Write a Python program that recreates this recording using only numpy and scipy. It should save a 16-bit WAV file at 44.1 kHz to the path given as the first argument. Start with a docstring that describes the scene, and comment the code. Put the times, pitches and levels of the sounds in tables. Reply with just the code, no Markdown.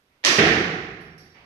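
"""Archery in a concrete workshop

A bowstring creaks, slips off the fingers and slaps home; the arrow thuds into a target across the
room, exciting the modes of its board. The bare hall reverberates for over a second, and small metal
clinks and a rustle follow. A phone with two ports hears it, its gain control holding the loud part down."""
import sys
import numpy as np
from scipy import signal
from scipy.fft import rfft, irfft
from scipy.io import wavfile
from scipy.ndimage import uniform_filter1d

SR = 44100
rng = np.random.default_rng(int(sys.argv[2]) if len(sys.argv) > 2 else 0)


def unload_audio(sound):
    """Save the sound as a 16-bit wav file, at the path given as the first command line argument."""
    columns = np.transpose(np.atleast_2d(sound))
    # keep every value between -1 and 1, then stretch to whole-number steps
    steps = np.round(np.clip(columns, -1, 1) * 32767)
    wavfile.write(sys.argv[1], SR, steps.astype(np.int16))


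N = 63945

# Likeness of diffuse sound at the two ports: frequency_hz, correlation
PORT_COHERENCE = [(60, 0.99), (110, 1), (200, 0.96), (370, 0.98), (670, 0.77), (1220, -0.3), (2240, -0.14),
                  (4090, -0.11), (7480, 0.092), (13700, 0.58)]
# Difference in port response: frequency_hz, left_minus_right_db
PORT_TILT = [(60, -6), (91, 0), (140, -5), (210, -2.5), (320, -4), (480, -3.5), (740, -7), (1120, -7),
             (1700, -7), (2570, -6), (3910, -7), (5930, -11.5), (9010, 9), (13700, -2.5)]
# Room noise spectrum: frequency_hz, relative_db
AIR_SPECTRUM = [(12, -24), (20, -3), (33, -20), (242, -19), (1040, -27), (1360, -25), (2930, -28),
                (3370, -29), (8090, -42.5), (12500, -41.5), (14000, -32)]
# Reverberation time: frequency_hz, t60_s
HALL_DECAY = [(25, 4.7), (50, 3.1), (90, 1.56), (160, 1.29), (420, 1.16), (750, 1.24), (1100, 1.26),
              (1900, 1.21), (2910, 1.062), (5500, 0.91), (7680, .8), (12000, 0.67)]
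# Rustles: start_s, rise_s, level_db, slope_db_per_s
RUSTLE_EVENTS = [(.07, 0.043, -70, -6), (1.342, .01, -53, -14)]
# Rustle spectrum: frequency_hz, relative_db
RUSTLE_SPECTRUM = [(290, -8), (500, -7), (1250, -5), (1520, -11), (2130, -0.5), (4200, -20.5), (5420, -23),
                   (9000, -53), (11700, -75), (19800, -120)]
# Metal contacts: start_s, level_db, treble_boost_db, rattle_t60_s
CLINK_EVENTS = [(1.005, -55, 8.5, 0.4), (1.178, -45.5, 3, 0.48)]
# Modes of the metal pieces: pitch_hz, level_db, t60_s
METAL_MODES = [(4070, -7, .015), (4590, -1.5, .03), (5080, 0, 0.016), (5530, -0.5, 0.049),
               (5900, -8, 0.018), (7600, -8, 0.0046), (10760, -6.5, 0.014), (11600, -10, 0.0089),
               (12400, -15, .015)]
# Modes of the target board: pitch_hz, level_db, t60_s
BOARD_MODES = [(158, -25, .15), (201, -12.5, 0.043), (328, -18.5, 0.073), (428.6, -15.5, 0.099),
               (1846, -21.5, 0.084), (2022, -19.5, 0.063), (2680, -21, 0.065)]
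# Reflections off the walls behind the target: delay_s, gain_db
BOARD_ECHOES = [(.0085, -3), (.018, -3), (0.0226, -3.5), (.046, -8)]
# Spectrum of the arrow's blow: frequency_hz, relative_db
HIT_SPECTRUM = [(24, -46), (40, -20.5), (87, -11.5), (125, -13), (159, -3.5), (258, -8), (336, -2),
                (450, -1.5), (573, -16), (766, -7.5), (844, -17.5), (976, -18), (1400, -10.5), (1620, -9),
                (1830, -5), (2570, -10.5), (3270, -15.5), (5990, -27), (6760, -35), (9260, -54),
                (13000, -52.5)]
# The string's creak, slip and slap: start_s, level_db, rise_s, t60_s, lowpass_hz
STRING_EVENTS = [(0.2324, -40, 0.00025, 0.0079, 2520), (0.2378, -24, 0.0019, 0.13, 4000),
                 (0.2486, -4, 0.00045, 0.015, 15000)]
# String spectrum: frequency_hz, relative_db
STRING_SPECTRUM = [(35, -46), (60, -19), (114, -20), (146, -12), (183, -21.5), (241, -4.5), (264, -9.5),
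                   (317, -2.5), (447, -13.5), (512, -8), (827, -14), (993, -8.5), (1680, -8), (1840, 0),
                   (2010, -7.5), (2590, -3.5), (2900, -7.5), (5880, -9), (9080, -29.5), (12200, -30.5),
                   (14000, -56)]
# Reflections of the slap off nearby walls: delay_s, left_db, right_db
SLAP_ECHOES = [(.0035, -4, -7.5), (0.011, -13, -6), (0.0183, 0, -13), (0.0285, -29, -15), (0.031, -15, -19),
               (.037, -11, -11)]


def amp(db):
    return 10 ** (np.asarray(db) / 20)


def unit_rms(x):
    return x / np.sqrt(np.mean(x ** 2) + 1e-20)


def curve_at(points, hz):
    knots_hz, values = np.transpose(points)
    return np.interp(np.log(hz + 1), np.log(knots_hz + 1), values)


def add(mix, start_s, sound):
    part = mix[..., round(start_s * SR):][..., :sound.shape[-1]]
    part += sound[..., :part.shape[-1]]


def colour(x, spectrum):
    """A minimum-phase filter of unit energy imposes the spectrum causally."""
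    log_gain = np.log(amp(curve_at(spectrum, abs(np.fft.fftfreq(8192, 1 / SR)))))
    response = np.exp(np.conj(signal.hilbert(log_gain)))
    taps = np.fft.ifft(response).real[:4096]
    return signal.fftconvolve(np.atleast_2d(x), taps[None] / np.linalg.norm(taps), axes=1)[:, :N]


def diffuse(size, level_db):
    """A diffuse field, shaped by level_db(hz, s), is partly coherent between two ports."""
    hop = size // 4
    frames = N // hop + 5
    hz = np.fft.rfftfreq(size, 1 / SR)[:, None]
    a, b, c, d = rng.standard_normal((frames, len(hz), 4)).T
    coherence = np.clip(curve_at(PORT_COHERENCE, hz), -1, 1)
    left = a + 1j * b
    right = coherence * left + np.sqrt(1 - coherence ** 2) * (c + 1j * d)
    spectra = np.array([left, right]) * amp(level_db(hz, np.arange(frames) * hop / SR))
    return signal.istft(spectra, nperseg=size, noverlap=size - hop)[1][:, :N]


def burst(t60, rise_s):
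    """A brief contact radiates broadband noise that decays exponentially."""
    t = np.arange(16000) / SR
    noise = unit_rms(diffuse(256, lambda hz, s: 0)[:, :len(t)])
    return noise * amp(-60 * t / t60) * np.minimum(t / rise_s, 1)


def ring(modes):
    """Free vibration is a sum of damped sinusoids."""
    t = np.arange(12000) / SR
    return sum(amp(db - 60 * t / t60) * np.sin(2 * np.pi * hz * t) for hz, db, t60 in modes)


def air(level_db=-66.5):
    """Stationary diffuse noise forms the hush of the room."""
    return amp(level_db) * unit_rms(diffuse(1024, lambda hz, s: curve_at(AIR_SPECTRUM, hz)))


def hall(source, wet_db, gap_s=.001, build_s=0.0062, build_cycles=2.7):
    """Reverberation builds soonest in the treble, and each band decays at its own rate."""
    def tail_db(hz, s):
        built = 1 - np.exp(-(s + gap_s) * (hz + 1) / build_cycles)
        return 20 * np.log10(built) - 60 * s / curve_at(HALL_DECAY, hz)
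    t = np.arange(N) / SR
    onset = 1 - np.exp(-np.maximum(t - gap_s, 0) / build_s)
    tail = diffuse(512, tail_db) * onset
    return amp(wet_db) * signal.fftconvolve(source, tail / np.linalg.norm(tail[0]), axes=1)[:, :N]


def rustle():
    """Amplitude-modulated noise rises quickly and fades slowly, like moving cloth."""
    hiss = unit_rms(diffuse(256, lambda hz, s: curve_at(RUSTLE_SPECTRUM, hz)))
    t = np.arange(N) / SR
    envelope = sum(np.clip((t - start_s) / rise_s, 0, 1) * amp(db + slope * np.maximum(t - start_s, 0))
                   for start_s, rise_s, db, slope in RUSTLE_EVENTS)
    return hiss * envelope


def clinks(treble_hz=8000, hall_lowpass_hz=6500):
    """Forced vibration: rattling contacts drive the modes of small metal pieces."""
    direct = np.zeros((2, N))
    for start_s, db, boost_db, rattle_t60 in CLINK_EVENTS:
        rattle = burst(rattle_t60, rise_s=0.0025)
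        tone = ring([(hz, db + mode_db + boost_db * (hz > treble_hz), t60)
                     for hz, mode_db, t60 in METAL_MODES])
        add(direct, start_s, signal.fftconvolve(tone[None], rattle / np.linalg.norm(rattle[0]), axes=1))
    dulled = signal.lfilter(*signal.butter(2, hall_lowpass_hz, fs=SR), direct[:1])
    return direct + hall(dulled, wet_db=-0.5)


def arrow(hit_s=.385, blow_db=-6, highpass_hz=141):
    """Impact excites the hall and the board's modes; the walls return the knock as early reflections."""
    blow, impulse, board = np.zeros((2, N)), np.zeros(N), np.zeros(N)
    add(blow, hit_s, amp(blow_db) * burst(t60=0.086, rise_s=0.0053))
    add(impulse, hit_s, np.ones(1))
    knock = ring(BOARD_MODES)
    add(board, hit_s, knock)
    for delay_s, db in BOARD_ECHOES:
        add(board, hit_s + delay_s, amp(db) * knock)
    highpass = signal.butter(2, highpass_hz, "high", fs=SR)
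    thud = signal.lfilter(*highpass, blow) + hall(impulse[None], wet_db=22.5)
    return colour(thud, HIT_SPECTRUM) + signal.lfilter(*highpass, board)


def bow(highpass_hz=1260):
    """Impulsive excitation: the string creaks, slips and slaps the limbs, each time driving the hall."""
    near, impulses = np.zeros((2, N)), np.zeros(N)
    for start_s, db, rise_s, t60, lowpass_hz in STRING_EVENTS:
        lowpass = signal.butter(2, lowpass_hz, fs=SR)
        crack = amp(db) * signal.lfilter(*lowpass, burst(t60, rise_s))
        add(near, start_s, crack)
        add(impulses, start_s, amp(db) * signal.lfilter(*lowpass, signal.unit_impulse(200)))
    slap = crack  # the last string event
    for delay_s, left_db, right_db in SLAP_ECHOES:
        add(near, start_s + delay_s, slap * amp([[left_db], [right_db]]))
    near = signal.lfilter(*signal.butter(1, highpass_hz, "high", fs=SR), near)
    return colour(near + hall(impulses[None], wet_db=23), STRING_SPECTRUM)


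def scene():
    """Superposition: the pressures of the sources add."""
    return bow() + arrow() + clinks() + rustle() + air()


def record(dry, knee_db=-15.5, cut_db_per_db=0.41, release_db_per_s=55, cutoff_hz=13300):
    """Each port colours the sound; compression, clipping and a band limit follow."""
    tilt_db = curve_at(PORT_TILT, np.fft.rfftfreq(N, 1 / SR)) / 2
    ports = irfft(rfft(dry) * amp([tilt_db, -tilt_db]), N)
    power = uniform_filter1d((ports ** 2).mean(0), 300)
    power_db = 10 * np.log10(abs(power) + 1e-12)
    release_db = np.arange(N) * release_db_per_s / SR
    held_db = np.maximum.accumulate(power_db + release_db) - release_db  # rises at once, falls slowly
    excess_db = np.maximum(held_db - knee_db, 0)
    compressed = ports / amp(cut_db_per_db * uniform_filter1d(excess_db, 100))
    lowpass = signal.firwin(255, cutoff_hz, window=("kaiser", 9), fs=SR)
    return signal.oaconvolve(np.clip(compressed, -.95, .95), lowpass[None], "same")


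dry = scene()
out = record(dry)
unload_audio(out)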